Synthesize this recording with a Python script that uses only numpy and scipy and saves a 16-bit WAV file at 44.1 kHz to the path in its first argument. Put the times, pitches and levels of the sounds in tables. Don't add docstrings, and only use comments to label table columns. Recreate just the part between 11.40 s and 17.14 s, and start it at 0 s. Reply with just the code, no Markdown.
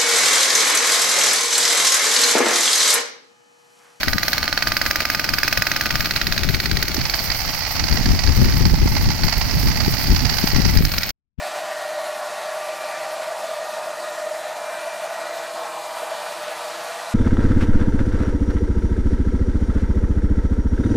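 import sys
import numpy as np
from scipy import signal
from scipy.fft import rfft, irfft
from scipy.io import wavfile
from scipy.ndimage import uniform_filter1d, map_coordinates

SR = 44100
rng = np.random.default_rng(int(sys.argv[2]) if len(sys.argv) > 2 else 0)


def unload_audio(sound):
    columns = np.transpose(np.atleast_2d(sound))
    steps = np.round(np.clip(columns, -1, 1) * 32767)
    wavfile.write(sys.argv[1], SR, steps.astype(np.int16))


N = 253125
TIME = np.arange(N) / SR
HZ = np.fft.rfftfreq(N, 1 / SR)


def gain_of(db):
    return 10 ** (np.asarray(db) / 20)


def evened(x):
    return x / np.sqrt(np.mean(x ** 2) + 1e-20)


def read(points, hz):
    f, value = np.transpose(points)
    return np.interp(np.log(hz + 1), np.log(f + 1), value)


def follow(rows, t):
    s, *columns = np.transpose(rows)
    return [np.interp(t, s, column) for column in columns]


def swell(centre_s, spread_s):
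    return np.exp(-.5 * ((TIME - centre_s) / spread_s) ** 2)


def bell(centre_hz, width_hz):
    return 1 / (1 + (2 * (HZ - centre_hz) / width_hz) ** 2)


def noise(gain):
    return evened(irfft(gain * rfft(rng.standard_normal(N)), N))


def wander(rate_hz):
    return noise((HZ > 0) / (1 + (HZ / rate_hz) ** 4))


def steadied(x, span_s=0.13):
    power = uniform_filter1d(x ** 2, int(span_s * SR), mode="wrap")
    return x / np.sqrt(power + 1e-9)


def ringing(hz, width_hz):
    return steadied(noise(bell(hz, width_hz)))


def delayed(x, delay_s):
    return map_coordinates(x, [(TIME - delay_s) * SR], order=3, mode="wrap")


def rush(flutter_db=0.53, flicker_db=1.5, hiss_flutter_db=0.47):
    # centre_hz, relative_db per Hz
    air_spectrum = [(30, -68), (95, -41.5), (140, -24), (300, -18), (430, -16), (570, -7.5), (700, 1.5),
                    (790, 0), (900, 0.5), (1450, -7.5), (2200, -11), (3200, -13.5), (5200, -15.5),
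                    (8500, -18), (11500, -22), (13300, -27.5), (15200, -31)]
    # centre_hz, width_hz, lift_db
    housing = [(782, 45, 4), (1287, 25, 3), (1446, 167, 5), (1697, 19, 6.5), (1892, 240, 6),
               (2540, 90, 2.5), (4070, 870, 3), (4690, 110, 2.5), (9170, 325, 1), (14750, 250, 5)]
    # centre_hz, width_hz, lift_db
    room_modes = [(170, 9, 2.5), (260, 14, 1), (364, 30, 4), (466, 30, 7.5)]
    # time_s, housing_ring_db, grille_hiss_db
    facing = [(0, 1.5, 3.5), (.45, 0.5, -0.5), (1.1, -1, -0.1), (1.6, 0.5, -0.5), (2.3, -1.5, -1.1),
              (3, -1, -2), (3.9, 0, -1), (4.45, -3.5, -0.5), (4.85, -1, 1.7), (5.74, -0.5, 1)]
    # centre_s, spread_s, lift_db
    surges = [(1.052, 0.025, 1)]
    base_db = -32.5
    body_share, treble_share, fizz_share = 0.32, 0.2, 0.68

    lift_db = sum(db * bell(hz, width) for hz, width, db in housing + room_modes)
    air = noise(gain_of(read(air_spectrum, HZ) + lift_db))
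    hz, t, z = signal.stft(air, SR, nperseg=512, noverlap=384)
    ring_db, hiss_db = follow(facing, t)
    shimmer_db = hiss_flutter_db * np.interp(t, TIME, wander(23))
    surge_db = sum(db * swell(s, spread_s) for s, spread_s, db in surges)
    gust_db = np.interp(t, TIME, flutter_db * wander(21) + surge_db)
    flicker = np.interp(t, TIME, wander(22))

    ranges = [  # centre_hz, lift_db over time
        (300, 0 * t),
        (1100, body_share * hiss_db),
        (1950, ring_db),
        (3200, hiss_db + shimmer_db),
        (8000, treble_share * hiss_db + shimmer_db),
        (13000, fizz_share * hiss_db + flicker_db * flicker),
    ]
    centres, levels = zip(*ranges)
    field_db = np.array([read(list(zip(centres, row)), hz) for row in np.transpose(levels)]).T
    moving = z * gain_of(field_db + gust_db + eddies(z.shape))
    air = signal.istft(moving, SR, nperseg=512, noverlap=384)[1][:N]
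    return gain_of(base_db) * air


def eddies(shape, patchy_db=1.05, band_size=9, frame_size=28):
    patches = uniform_filter1d(rng.standard_normal(shape), int(band_size), axis=0)
    patches = uniform_filter1d(patches, int(frame_size), axis=1)
    return patchy_db * evened(patches)


def reflections(x, echo_db=-21.5, near_s=.004, far_s=.03, drift=0.000158, dull_hz=7000, count=10):
    # start_s, end_s, first_delay_s, last_delay_s, echo_db
    surfaces = [(-4, 1, 0.0026, 0.00272, -21), (2.5, 3.15, 0.00155, 0.00154, -21),
                (3.5, 2, 0.0033, 0.0031, -22), (3, 6.4, 0.00203, 0.00204, -20.5),
                (2.5, 6.2, 0.00069, 0.00082, -27), (8, 6.53, 0.0004, 0.000126, -16)]

    dull = irfft(rfft(x) / np.sqrt(1 + (HZ / dull_hz) ** 2), N)
    out = x.copy()
    for place, direction in rng.random((count, 2)):
        slide_s = drift * np.cos(np.pi * direction) * (TIME - TIME.mean())
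        out += gain_of(echo_db) * delayed(dull, near_s + place * (far_s - near_s) + slide_s)
    for start, end, first, last, db in surfaces:
        passed = np.clip((TIME - start) / (end - start), 0, 1)
        echo = delayed(dull, first + passed * (last - first))
        out += gain_of(db) * np.sin(np.pi * passed) * echo
    return evened(out) * np.std(x)


def passing(x):
    # centre_s, spread_s, centre_hz, width_hz, lift_db
    bands = [(0.3, 0.52, 760, 30, 6.5), (0.5, 0.4, 970, 41, 5), (0.5, 0.34, 1800, 100, 5.5),
             (1.5, 0.95, 830, 31, -6), (0.2, .25, 940, 25, -8), (0, 0.29, 7600, 350, 4.5),
             (-0.5, .22, 10700, 300, 3), (2.5, 0.25, 2300, 100, 3.5), (1, 0.58, 1250, 67, -4.5),
             (1.4, .2, 6050, 300, 2), (0.8, .8, 4300, 600, 1), (2, 0.76, 542, 34, 9.5),
             (2.5, 0.19, 2200, 130, -8), (3.4, .25, 2260, 200, -2), (2.5, 0.21, 1590, 90, -2),
             (1, .4, 11300, 900, 2), (3, .25, 4100, 250, 2.5), (3.5, .2, 9000, 300, 3),
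             (1, .25, 11000, 300, 2), (4.6, .2, 9100, 400, 2), (3.1, .25, 4800, 900, -2.5),
             (4.5, .25, 5600, 1000, -2.5), (4.15, .3, 9900, 800, -2.5), (4.5, .25, 2520, 130, -4),
             (3.5, .25, 2530, 90, -2.5), (2.2, 0.35, 1060, 97, -3), (4.5, .6, 1400, 30, -5),
             (4.5, 0.46, 1400, 30, -6), (5, 0.64, 1300, 140, 3.5), (6.5, 0.58, 4000, 600, 1.5)]
    climb_per_s = 0.013

    hz, t, z = signal.stft(x, SR, nperseg=4096, noverlap=3072)
    lift_db = ripple(hz, z.shape)
    for s, spread_s, centre_hz, width_hz, db in bands:
        moving_hz = centre_hz * (1 + climb_per_s * (t - s))
        offset = (hz[:, None] - moving_hz) / width_hz
        lift_db += db * np.exp(-.5 * ((t - s) / spread_s) ** 2 - 2 * offset ** 2)
    return signal.istft(z * gain_of(lift_db), SR, nperseg=4096, noverlap=3072)[1][:N]


def ripple(hz, shape, band_size=4, frame_size=12):
    depth_db, centre_hz, width_hz = 1.5, 1600, 3500
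    strands = uniform_filter1d(rng.standard_normal(shape), band_size, axis=0)
    strands = uniform_filter1d(strands, frame_size, axis=1)
    return depth_db * evened(strands) / (1 + (2 * (hz[:, None] - centre_hz) / width_hz) ** 2)


def howl():
    # centre_s, spread_s, level_db
    hum_swells = [(.2, 0.21, -57), (0.604, 0.12, -56), (1.33, 0.13, -59), (1.648, 0.15, -57),
                  (2.74, 0.27, -55), (3.445, 0.087, -54.5), (3.9, 0.083, -51.5), (4.213, 0.2, -53),
                  (4.693, 0.066, -55), (5.037, 0.13, -54), (5.34, 0.074, -50.5)]
    # time_s, level_db
    room_curve = [(0, -57.5), (3.5, -56.5), (3.9, -48), (4.9, -51.5), (5.4, -45.5), (5.74, -50.5)]

    hum_power = sum((gain_of(db) * swell(s, spread_s)) ** 2 for s, spread_s, db in hum_swells)
    hum = np.sqrt(hum_power) * ringing(hz=335.2, width_hz=8)
    room_note = gain_of(follow(room_curve, TIME)[0]) * ringing(hz=487.7, width_hz=32)
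    ring_gain, _ = beamed()
    grille = ring_gain * ringing(hz=2390, width_hz=360)
    return throbbing() + hum + room_note + grille


def throbbing():
    # centre_hz, width_hz
    barrel = [(600, 18), (626, 33.4), (655, 36), (688, 49)]
    # time_s, first_db, second_db, third_db, fourth_db
    note_levels = [(0, -34, -38, -51, -35.5), (.62, -34, -31, -51, -43), (.9, -33.5, -41.5, -49, -38.5),
                   (1.2, -37, -32.5, -44, -42.5), (2.3, -38, -33.5, -37, -46.5),
                   (2.6, -35.5, -35.5, -41, -48), (2.88, -37.5, -30.5, -40, -46),
                   (3.2, -36.5, -37.5, -38, -40), (3.95, -40, -45.5, -33.5, -42),
                   (4.4, -43, -37.5, -39, -51), (5.1, -36.5, -43.5, -39, -57), (5.74, -44.5, -51, -40, -39)]
    # centre_s, lift_db
    throbs = [(.11, -4), (.39, -4), (.587, 3), (.673, 3.5), (.95, -4), (1.091, 6.5), (1.161, 1),
              (1.293, 2.5), (1.365, -5), (1.43, -3), (1.55, -3), (1.736, 2), (1.904, 4), (2.0, -7),
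              (2.043, 4.5), (2.133, 4), (2.216, 3.5), (2.26, -4), (2.467, 3.5), (2.55, -6), (2.74, -5),
              (2.854, 3), (2.913, 3), (3.15, -5), (3.24, -2), (3.467, 4.5), (3.645, 4.5), (3.68, -2),
              (3.893, 3), (3.949, 3.5), (4.32, -1), (4.42, -5), (4.54, -2), (4.635, 4), (4.724, 5.5),
              (4.96, -5), (5.083, 3.5), (5.17, -11), (5.244, 3.5)]
    throb_spread_s = .015
    beat_span_s, beat_evening = .05, .7

    gains = gain_of(follow(note_levels, TIME))
    level = np.linalg.norm(gains, axis=0)
    beats = sum(gain * ringing(*note) for note, gain in zip(barrel, gains)) / level
    size = int(beat_span_s * SR)
    power = uniform_filter1d(uniform_filter1d(beats ** 2, size), size // 2)
    throb_db = sum(db * swell(s, throb_spread_s) for s, db in throbs)
    return level * gain_of(throb_db) * beats / (power + 1e-9) ** (beat_evening / 2)


def beamed():
    # centre_s, spread_s, grille_ring_db, upper_tone_db
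    beams = [(0, 0.13, -52, -46.5), (.46, .07, -60, -48), (1.42, 0.2, -48, -46), (3.4, 0.21, -62, -46),
             (3.9, 0.3, -62, -49), (4.68, 0.42, -60, -50), (5.5, 0.13, -62, -51)]
    ring, tone = gain_of(-57), gain_of(-62.5)
    for s, spread_s, ring_db, tone_db in beams:
        ring = np.hypot(ring, gain_of(ring_db) * swell(s, spread_s))
        tone = np.hypot(tone, gain_of(tone_db) * swell(s, spread_s))
    return ring, tone


def whine():
    # time_s, turns_per_s
    shaft = [(0, 169.8), (1.5, 168.6), (3.2, 169.3), (4.1, 169.6), (5.74, 169.3)]
    # multiple of the shaft speed, level_db before waver
    motor_orders = [(1, -74.5), (10, -61), (21, -61.5)]
    # crest_db, drift_db_per_s, crest_s, period_s, depth_db
    blade_wave = (-46.5, -1.0, 1.4, 3.6, 16)
    blades = 7
    jitter, waver_db, upper_waver_db = .0004, 3.5, 1.5

    speed = follow(shaft, TIME)[0] * (1 + jitter * wander(11.5))
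    angle = 2 * np.pi * np.cumsum(speed) / SR
    _, upper_gain = beamed()
    tones = [(blades, standing(*blade_wave), waver_db), (2 * blades, upper_gain, upper_waver_db)]
    tones += [(order, gain_of(db), waver_db) for order, db in motor_orders]
    out = np.zeros(N)
    for order, gain, depth_db in tones:
        out += gain * gain_of(depth_db * wander(10.5)) * np.sin(round(order) * angle)
    return np.sqrt(2) * out


def standing(crest_db, drift_db_per_s, crest_s, period_s, depth_db):
    node = gain_of(-depth_db)
    turn = np.pi * (TIME - crest_s) / period_s
    return gain_of(crest_db + drift_db_per_s * TIME) * np.hypot(np.cos(turn), node * np.sin(turn))


def drones():
    # centre_hz, width_hz, first_db, last_db
    low_notes = [(118.3, 5, -82, -74.5), (142, 6, -71.5, -71), (209.4, 10, -68, -65.5)]
    out = np.zeros(N)
    for hz, width, first_db, last_db in low_notes:
        out += gain_of(np.linspace(first_db, last_db, N)) * ringing(hz, width)
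    return out


def ridges():
    # centre_s, spread_s, pitch_hz, glide_hz_per_s, level_db
    ridge_rows = [(1.5, 0.43, 788, 15.5, -41), (4.32, 0.16, 812, -3, -40.5), (1.85, .35, 942, 0.5, -47),
                  (4.65, .35, 968, 21.5, -42.5), (.68, .17, 1120, 0, -47), (4.3, 0.17, 1086, 15, -41),
                  (1.6, 0.28, 1186, 30.5, -41), (2.45, 0.43, 1218, 25.5, -44), (2.3, .6, 1418, 7.5, -50),
                  (3.8, .1, 1462, 0, -45), (0.98, 0.28, 1400, 21, -49), (0.42, 0.22, 1882, 1, -45.5),
                  (2.7, 0.28, 1858, -45, -47), (3.7, .25, 1942, 27, -48.5), (3.06, .15, 1800, 3, -48),
                  (1.33, 0.18, 2528, -37, -49.5), (2.23, 0.22, 2560, 0, -52)]
    out = np.zeros(N)
    for s, spread_s, hz, glide, db in ridge_rows:
        slide = np.exp(1j * np.pi * glide * (TIME - s) ** 2)
        band = (signal.hilbert(ringing(hz, width_hz=22)) * slide).real
        out += gain_of(db) * swell(s, spread_s) * band
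    return out


def scene():
    mono = passing(reflections(rush())) + howl() + ridges() + whine() + drones()
    return np.array([mono, mono])


def record(dry):
    edge_hz = 15350
    low_pass = signal.firwin(1023, edge_hz, window=("kaiser", 9), fs=SR)
    return signal.oaconvolve(dry, low_pass[None], "same")


dry = scene()
out = record(dry)
unload_audio(out)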